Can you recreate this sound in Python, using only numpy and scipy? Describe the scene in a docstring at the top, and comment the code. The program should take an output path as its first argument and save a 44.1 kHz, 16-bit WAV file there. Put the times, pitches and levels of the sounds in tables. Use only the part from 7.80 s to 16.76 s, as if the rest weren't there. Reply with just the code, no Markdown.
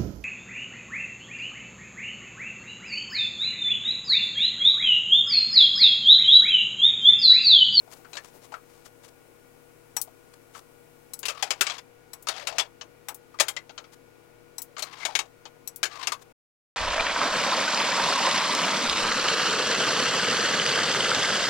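"""A machine's steady hum and a player's shuffling feet open on a small pool table in a workshop.
Six times a cue taps with a short ring, and a bright tick follows. The balls roll, rattle and clack;
each contact cracks and sets the table's hollow wooden case ringing. Soft rustles, faint ticks and bumps
fall around the shots. The left side is far louder than the right; the sound cuts off near the end."""
import sys
import numpy as np
from scipy import signal
from scipy.fft import rfft, irfft, next_fast_len
from scipy.io import wavfile
from scipy.ndimage import uniform_filter1d, map_coordinates

SR = 44100
rng = np.random.default_rng(int(sys.argv[2]) if len(sys.argv) > 2 else 0)


def dump(signal):
    """Clip the signal to [-1, 1] and save it as 16-bit WAV at the path in sys.argv[1]."""
    limited = np.clip(np.atleast_2d(signal).T, -1, 1)
    pcm = np.round(limited * 32767).astype(np.int16)
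    wavfile.write(sys.argv[1], SR, pcm)


N = 395136
TIME = np.arange(N) / SR
AGE = np.arange(SR // 4) / SR  # time since a contact [s]
FIRM_DB = -18.5  # contacts below this level knock; those above it thump and hop

# cue strokes: (time [s], tap level [dB], knock re tap [dB], tick delay [s], tick level [dB])
CUE_STROKES = [(2.166, -13, -22, .0489, -13), (3.335, -22, -31, .0557, -25.5),
               (4.333, -27, -21.5, .092, -35), (5.285, -24, -11, .0603, -28), (6.782, -22, -25, .037, -21),
               (7.875, -20.5, -33.5, .0853, -25.5)]
# ball runs: (start [s], end [s], start level [dB], end level [dB], start pitch [Hz], drone re roll [dB])
BALL_RUNS = [(3.486, 3.631, -46, -50, 1298, -1), (3.641, 3.816, -41, -63.5, 854, -2.5),
             (3.828, 4.005, -41, -41, 1193, -8), (4.484, 4.691, -38.5, -43, 721, -7),
             (4.681, 4.793, -39.5, -53, 720, 3), (7.042, 7.259, -47, -48, 1187, -6),
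             (7.195, 7.249, -48, -35.5, 2200, 1), (7.277, 7.36, -36, -58, 860, 2.5),
             (8.101, 8.277, -45, -38, 1197, -4)]


def amp(db):
    """Decibels to gain."""
    return 10 ** (np.asarray(db) / 20)


def unit(x):
    """Scale to rms 1."""
    return x / np.sqrt(np.mean(x ** 2) + 1e-20)


def unit_attack(x):
    """Scale the first 10 ms to rms 1."""
    return x / np.sqrt(np.mean(x[:SR // 100] ** 2))


def along(points, hz):
    """Read (frequency [Hz], value) points on a log axis."""
    knots_hz, values = np.transpose(points)
    return np.interp(np.log(hz + 1), np.log(knots_hz), values)


def eq(colour):
    """Gain curve through (frequency [Hz], level [dB]) points."""
    return lambda hz: amp(along(colour, hz))


def shelf(hz, zero_hz, full_hz):
    """A slope from 0 to 1 between two frequencies, on a log axis."""
    return np.clip(np.log((hz + 1) / zero_hz) / np.log(full_hz / zero_hz), 0, 1)


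def resonance(hz, centre_hz, width_hz):
    """Response of one resonance, 1 at its centre."""
    return 1j * hz * width_hz / (centre_hz ** 2 - hz ** 2 + 1j * hz * width_hz)


def wobble(rate):
    """A smooth random curve, rate knots a second."""
    return map_coordinates(rng.standard_normal(int(N * rate / SR) + 4), [TIME * rate])


def filtered(x, response):
    """Shape x with a frequency response."""
    size = x.shape[-1]
    padded = next_fast_len(size + 8192)
    return irfft(rfft(x, padded) * response(np.fft.rfftfreq(padded, 1 / SR)), padded)[..., :size]


def noise(colour, size=N):
    """Coloured noise of rms 1."""
    return unit(filtered(rng.standard_normal(size), eq(colour)))


def add(track, s, sound):
    """Mix a sound into a track at time s."""
    part = track[max(round(s * SR), 0):][:len(sound)]
    part += sound[:len(part)]


def wall_scatter(x, t60):
    """Near walls return a short, dense wash of echoes."""
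    echoes = rng.standard_normal(len(AGE)) * amp(-60 * AGE / t60)
    return signal.fftconvolve(x, echoes / np.linalg.norm(echoes))[:len(x)]


def machine(fan_db=-59.5, waver_rad=0.28):
    """Slightly unsteady motor tones over the rush of a fan."""
    # motor tones: (frequency [Hz], level [dB])
    motor_tones = [(113.0, -69.5), (150.7, -69), (263.8, -70.5), (339.1, -69), (452.2, -71), (479.1, -61),
                   (1443, -69.5), (1922, -78.5), (2256, -76.5), (2880, -84)]
    # the fan in the room: (frequency [Hz], level [dB])
    fan_colour = [(60, -31), (180, -8.5), (260, 1.5), (430, 1.5), (600, -1), (1000, -5.5), (1500, -10),
                  (1900, -13.5), (2400, -9), (3300, -21), (6000, -52.5)]
    motor = sum(amp(db + wobble(6.4)) * np.sin(2 * np.pi * hz * TIME + waver_rad * wobble(6))
                for hz, db in motor_tones)
    return np.sqrt(2) * motor + amp(fan_db) * noise(fan_colour)


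def player(grain_db=3, step_rate=18, swing_db=4, shuffle_s=0.87, shuffle_db=-60.5):
    """Feet shuffle unevenly and settle; soft rustles and a few faint ticks come and go."""
    # soft rustles and faint ticks: (centre time [s], length [s], level [dB])
    rustles_and_ticks = [(0.126, 0.022, -44.5), (0.173, .007, -51), (0.463, 0.043, -51),
                         (0.643, 0.029, -48.5), (0.952, 0.12, -59), (1.066, 0.019, -47),
                         (1.248, 0.021, -46.5), (1.286, 0.011, -51), (2.541, 0.0086, -51),
                         (2.77, 0.04, -47), (6.135, 0.015, -48.5), (8.423, 0.011, -48.5)]
    # their tone: (frequency [Hz], level [dB])
    grain_colour = [(300, -2), (1000, 4.5), (2500, -3), (6500, -1.5), (10000, -6.5), (16000, -15)]
    # low scuff of feet: (frequency [Hz], level [dB])
    feet_colour = [(60, -23), (190, 1), (450, 0), (800, 1), (1500, -13), (3000, -14.5)]
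    grain = noise(grain_colour) * unit(amp(grain_db * wobble(250)))
    envelope = sum(amp(db) * np.exp(-2 * ((TIME - s) / length) ** 2)
                   for s, length, db in rustles_and_ticks)
    feet = unit(amp(swing_db * wobble(step_rate))) * noise(feet_colour)
    settling = np.clip((shuffle_s - TIME) / 0.11, 0, 1)
    return grain * envelope + amp(shuffle_db) * settling * feet


def impact(response, early_db, early_t60, rise_s):
    """One contact: a hard attack, then dense modes and echoes, the lows lasting longest."""
    # decay of the case: (frequency [Hz], t60 [s])
    case_decay = [(300, 0.18), (700, 0.17), (1500, 0.14), (3500, 0.09), (7000, 0.087), (15000, 0.098)]
    hz, t, spectrum = signal.stft(rng.standard_normal(len(AGE)), SR, nperseg=128)
    decay = amp(-60 * t / along(case_decay, hz)[:, None])
    tail = signal.istft(spectrum * decay, SR, nperseg=128)[1][:len(AGE)]
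    punch = 1 + amp(early_db - 60 * AGE / early_t60)
    attack = 1 - np.exp(-AGE / rise_s)
    return unit_attack(filtered(tail, response) * punch * attack)


def case_colour(hz, modes_db=3):
    """The broad colour of a clack, lifted at the resonances of the hollow case."""
    # case modes: (frequency [Hz], width [Hz], strength [dB])
    case_modes = [(619, 66, -5), (2270, 330, -21), (2680, 130, -23.5), (3180, 270, -11), (3800, 49, 1.5),
                  (4340, 86, 1.5), (4850, 54, 0.5), (5640, 150, -14.5), (6400, 54, -10.5),
                  (6630, 85, -18.5), (6870, 74, -4.5), (7260, 230, -33)]
    # broad tone of a clack: (frequency [Hz], level [dB])
    clack_colour = [(90, -53.5), (200, -33.5), (380, -6.5), (480, -9.5), (620, -5.5), (900, -2),
                    (1300, 0.5), (1750, -2), (2300, 1), (3300, -.5), (5500, -1), (7500, -2), (9500, -8),
                    (16000, -21.5)]
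    peaks = sum(amp(db / 2) * np.abs(resonance(hz, centre, width)) ** 2
                for centre, width, db in case_modes)
    return amp(along(clack_colour, hz)) * (1 + amp(modes_db) * peaks)


def bumps(level_db=-6, width_ratio=.4, contact_db=-28):
    """A hand or the cue bumps the table: a faint contact and a hollow band of the wood."""
    # soft bumps: (time [s], level [dB], pitch [Hz])
    soft_hits = [(0.075, -46, 730), (0.246, -42.5, 1460), (0.72, -34, 780), (0.739, -27, 1330),
                 (2.273, -43, 710), (2.747, -36.5, 1190), (5.541, -40, 1140)]
    track = np.zeros(N)
    for s, db, pitch_hz in soft_hits:
        hollow = lambda hz: np.abs(resonance(hz, pitch_hz, width_ratio * pitch_hz)) ** 2
        wood = lambda hz: (hollow(hz) + amp(contact_db)) * case_colour(hz)
        add(track, s, amp(db + level_db) * impact(wood, early_db=3.5, early_t60=0.057, rise_s=0.0026))
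    return track


def contacts(hop_s=0.07, hop_loss_db=32.5, hop_edge_db=-13.5,
             jolts_per_s=13, jolt_db=6.5, jolt_edge_db=-5, jolt_ring_db=-5):
    """Every clack, the dull landing of a ball that hops after a hard one, and jolts over small flaws."""
    # hard contacts: (time [s], level [dB], treble edge [dB], ring of the struck spot [Hz], ring level [dB]);
    # the first three are knocks of handling before the shots, the rest are ball hits
    hits = [(0.331, -31.5, -1.5, 4040, -2), (0.353, -33, 0.5, 3870, -2), (0.369, -24, -9, 1760, -8),
            (3.43, -26, -7, 2800, -10), (3.454, -17, 5, 3830, -9), (3.483, -17, -0.5, 2770, -8),
            (3.498, -23, 1, 2610, -4), (3.625, -12.5, -1, 766, -3), (3.706, -12, -4, 2950, -10),
            (3.809, -7, 4.5, 2650, -9), (3.867, -16, -12.5, 2240, -10), (3.898, -19.5, -16, 3340, -6),
            (3.981, -33, -1, 3400, 0), (4.47, -23, -3.5, 1260, 2), (4.486, -15, 1, 3720, -2.5),
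            (4.671, -16, 1, 2790, -6.5), (4.725, -32, -17, 820, -13), (4.783, -10.5, -3, 3220, -7),
            (4.796, -13.5, -5, 3410, -0.5), (5.011, -28.5, -20, 3000, -1.5), (5.588, -29.5, -7.5, 2000, 0),
            (5.599, -9.5, 1, 6660, -1), (5.604, -6.5, 1, 634, -7.5), (5.683, -16.5, 8.5, 3220, -6.5),
            (5.765, -22, -12, 2010, 0), (5.894, -34.5, -33, 840, -6), (5.978, -27, -24, 1310, -4),
            (6.041, -42.5, -32, 1290, -1), (6.966, -31, -23, 1160, 1.5), (6.981, -28, -3.5, 1360, -1),
            (6.992, -24.5, 3.5, 4460, -9), (7.023, -19, 3, 4150, -2.5), (7.251, -14, -2.5, 2220, -8.5),
            (7.352, -9.5, -4, 2204, -7.5), (7.39, -13.5, -4, 820, -9), (7.654, -31.5, -17, 864, -4),
            (8.03, -11, -1.5, 1600, -6.5), (8.054, -21, -3.5, 1580, -7), (8.271, -13, -2.5, 2650, -12),
            (8.32, -18, 2, 1108, 0)]
    landings = [(s + hop_s * np.exp(.1 * rng.standard_normal()), db - hop_loss_db, hop_edge_db, *spot)
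                for s, db, _, *spot in hits if db > FIRM_DB]
    jolts = []
    for start, end, start_db, end_db, drone_hz, _ in BALL_RUNS:
        for progress in rng.random(round(jolts_per_s * (end - start))):
            s = start + progress * (end - start)
            roll_db = start_db + progress * (end_db - start_db)
            jolts.append((s, roll_db + jolt_db, jolt_edge_db, drone_hz, jolt_ring_db))
    return list(hits) + landings + jolts


def force_colour(hz, db, edge_db, knock_per_db=0.38, thump_per_db=.7):
    """Soft contacts knock, heavy ones shake the table's low mode, and a hard edge adds treble."""
    knock_db = knock_per_db * (FIRM_DB - db) * shelf(hz, zero_hz=1900, full_hz=900)
    low_mode = np.abs(resonance(hz, centre_hz=400, width_hz=88)) ** 2
    thump_db = thump_per_db * max(db - FIRM_DB, 0) * low_mode
    return amp(knock_db + thump_db + edge_db * shelf(hz, zero_hz=6300, full_hz=10500))


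def spot_colour(hz, depth_db=3, spacing_hz=131.6):
    """Each spot of the case favours its own random set of resonances."""
    return amp(depth_db * map_coordinates(rng.standard_normal(1024), [hz / spacing_hz], mode="mirror"))


def clacks(level_db=-11, crack_db=-3, ring_width_hz=170):
    """A hard contact, ball on ball or wall or a knock of handling: a crack, the body of the case, and the ring
    of the struck spot."""
    track = np.zeros(N)
    for s, db, edge_db, ring_hz, ring_db in contacts():
        colour = lambda hz: case_colour(hz) * force_colour(hz, db, edge_db) * spot_colour(hz)
        spot_mode = lambda hz: resonance(hz, ring_hz, ring_width_hz) ** 2
        crack = impact(colour, early_db=40, early_t60=.013, rise_s=.0012)
        body = impact(colour, early_db=1.0, early_t60=0.093, rise_s=0.0034)
        ring = impact(spot_mode, early_db=10.5, early_t60=.06, rise_s=.0015)
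        add(track, s, amp(db + level_db) * (amp(crack_db) * crack + body + amp(ring_db) * ring))
    return track


def cue_taps(ring_db=-12, click_db=-15, wood_db=3, scatter_db=-3):
    """Each tap clicks, knocks the table and rings the cue's modes at new strengths."""
    # the cue's ring: (frequency [Hz], level [dB], t60 [s])
    cue_modes = [(4007, -12, 0.037), (5830, -9.5, 0.071), (5590, -16, 0.051), (7800, -4.5, 0.08),
                 (7930, -11, 0.069), (10040, -21, 0.056), (10090, -7, 0.035), (11930, -7.5, 0.046),
                 (12000, -12.5, 0.054), (14780, -13.5, .06), (15400, -16, 0.055)]
    # bright click: (frequency [Hz], level [dB])
    click_colour = [(300, -37), (1500, -21), (3500, -9), (6000, 6), (8000, -4), (11500, 7), (13500, -16),
                    (16000, -11)]
    # wooden knock: (frequency [Hz], level [dB])
    knock_colour = [(150, -28.5), (500, -4), (900, 7.5), (1500, -1), (2500, 0), (5000, -7)]
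    track = np.zeros(N)
    hz, mode_db, t60 = np.transpose(cue_modes)[:, :, None]
    for s, db, knock_db, _, _ in CUE_STROKES:
        strength, detune, phase = rng.standard_normal((3, len(cue_modes), 1))
        envelopes = amp(mode_db + 2 * strength - 60 * AGE / t60)
        modes = np.sum(envelopes * np.sin(2 * np.pi * (hz * (1 + .005 * detune) * AGE + phase)), axis=0)
        ring = unit_attack(modes + amp(scatter_db) * wall_scatter(modes, t60=0.029))
        click = impact(eq(click_colour), early_db=5.5, early_t60=0.081, rise_s=0.00036)
        knock = impact(eq(knock_colour), early_db=-10.5, early_t60=.03, rise_s=0.00042)
        tap = amp(ring_db) * ring + amp(click_db) * click + amp(knock_db + wood_db) * knock
        add(track, s, amp(db) * tap)
    return track


def ticks(level_db=-12, snap_db=7):
    """A light, very short contact after each tap: one spike and its echoes."""
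    # the tick, all treble: (frequency [Hz], level [dB])
    tick_colour = [(500, -42.5), (2000, -28), (3500, -11.5), (6000, -2), (7500, 1.5), (11000, 2.5),
                   (14500, 4.5), (16500, 2.5)]
    track = np.zeros(N)
    snap = 1 + amp(snap_db - 60 * AGE / .004)
    for s, _, _, delay, db in CUE_STROKES:
        tick = impact(eq(tick_colour), early_db=1.5, early_t60=0.078, rise_s=0.00033)
        add(track, s + delay, amp(db + level_db) * tick * snap)
    return track


def rolling(chatter_db=3, drone_spread_hz=110, sag_oct_per_s=1.4):
    """Balls chatter over small bumps; as they travel, resonances shift and the panel's drone sinks."""
    # grit of a rolling ball: (frequency [Hz], level [dB])
    roll_colour = [(180, -48.5), (300, -33.5), (555, -24.5), (645, -8.5), (701, 0.5), (1140, -1.5),
                   (1720, 0), (4750, -4), (10900, -25), (15000, -32.5), (16000, -45.5)]
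    track = np.zeros(N)
    chatter = unit(amp(chatter_db * wobble(170) + 4.2 * wobble(35)))
    narrow = lambda hz: 1 / (1 + (hz / drone_spread_hz) ** 2)
    for start, end, start_db, end_db, start_hz, drone_db in BALL_RUNS:
        span = slice(round(start * SR), round(end * SR))
        t = TIME[span]
        spectrum = signal.stft(noise(roll_colour, len(t)), nperseg=512)[2]
        speckle = rng.standard_normal(spectrum.shape)
        patches = unit(uniform_filter1d(uniform_filter1d(speckle, 2, 0), 5, 1))  # resonances on the path
        surface = signal.istft(spectrum * amp(1.5 * patches), nperseg=512)[1][:len(t)]
        grit = unit(surface * chatter[span])
        drone_hz = start_hz * 2 ** (-sag_oct_per_s * (t - start))
        phase = 2 * np.pi * np.cumsum(drone_hz) / SR
        a, b = filtered(rng.standard_normal((2, len(t))), narrow)
        drone = unit(a * np.cos(phase) + b * np.sin(phase))  # narrow noise around the gliding pitch
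        fades = np.clip(np.minimum(t - start, end - t) / 0.013, 0, 1)
        level = amp(np.interp(t, [start, end], [start_db, end_db]))
        add(track, start, fades * level * (grit + amp(drone_db) * drone))
    return track


def scene(left_db=3.0, hiss_db=-61):
    """Table and machine sit left; the right gets a weak, scattered copy of the table and the low hum."""
    # high hiss on the left: (time [s], level [dB])
    fizz_levels = [(0, -63), (3.4, -62.5), (3.9, -72.5), (8.4, -75.5)]
    # its tone: (frequency [Hz], level [dB])
    fizz_colour = [(2000, -24), (5000, -0.5), (8500, 6), (11300, 5.5), (16000, 3.5)]
    # the table as heard on the right: (frequency [Hz], gain [dB])
    right_colour = [(300, -20.5), (700, -32), (2000, -24.5), (4500, -23), (9000, -17.5), (14000, -28.5)]
    # microphone noise: (frequency [Hz], level [dB])
    hiss_colour = [(20, 17), (100, 11), (400, 11.5), (1000, 4), (2500, -1.5), (6000, -3.5), (16000, -7.5)]
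    table = clacks() + cue_taps() + ticks() + rolling() + bumps() + player()
    hum = machine()
    scattered = .8 * table + .6 * wall_scatter(table, t60=.04)
    fizz = amp(np.interp(TIME, *np.transpose(fizz_levels))) * noise(fizz_colour)
    low_hum = filtered(hum, eq([(115, -7), (160, -23), (300, -32.5), (1000, -33)]))
    left = amp(left_db) * (table + hum) + fizz
    right = filtered(scattered, eq(right_colour)) + low_hum
    return np.array([left, right]) + amp(hiss_db) * np.array([noise(hiss_colour), noise(hiss_colour)])


def record(dry, end_s=8.527, top_hz=16100):
    """The sound cuts off abruptly at end_s and holds nothing above top_hz."""
    gate = np.clip((end_s - TIME) / .005, 0, 1)
    return filtered(dry * gate, lambda hz: hz < top_hz)


dry = scene()
out = record(dry)
dump(out)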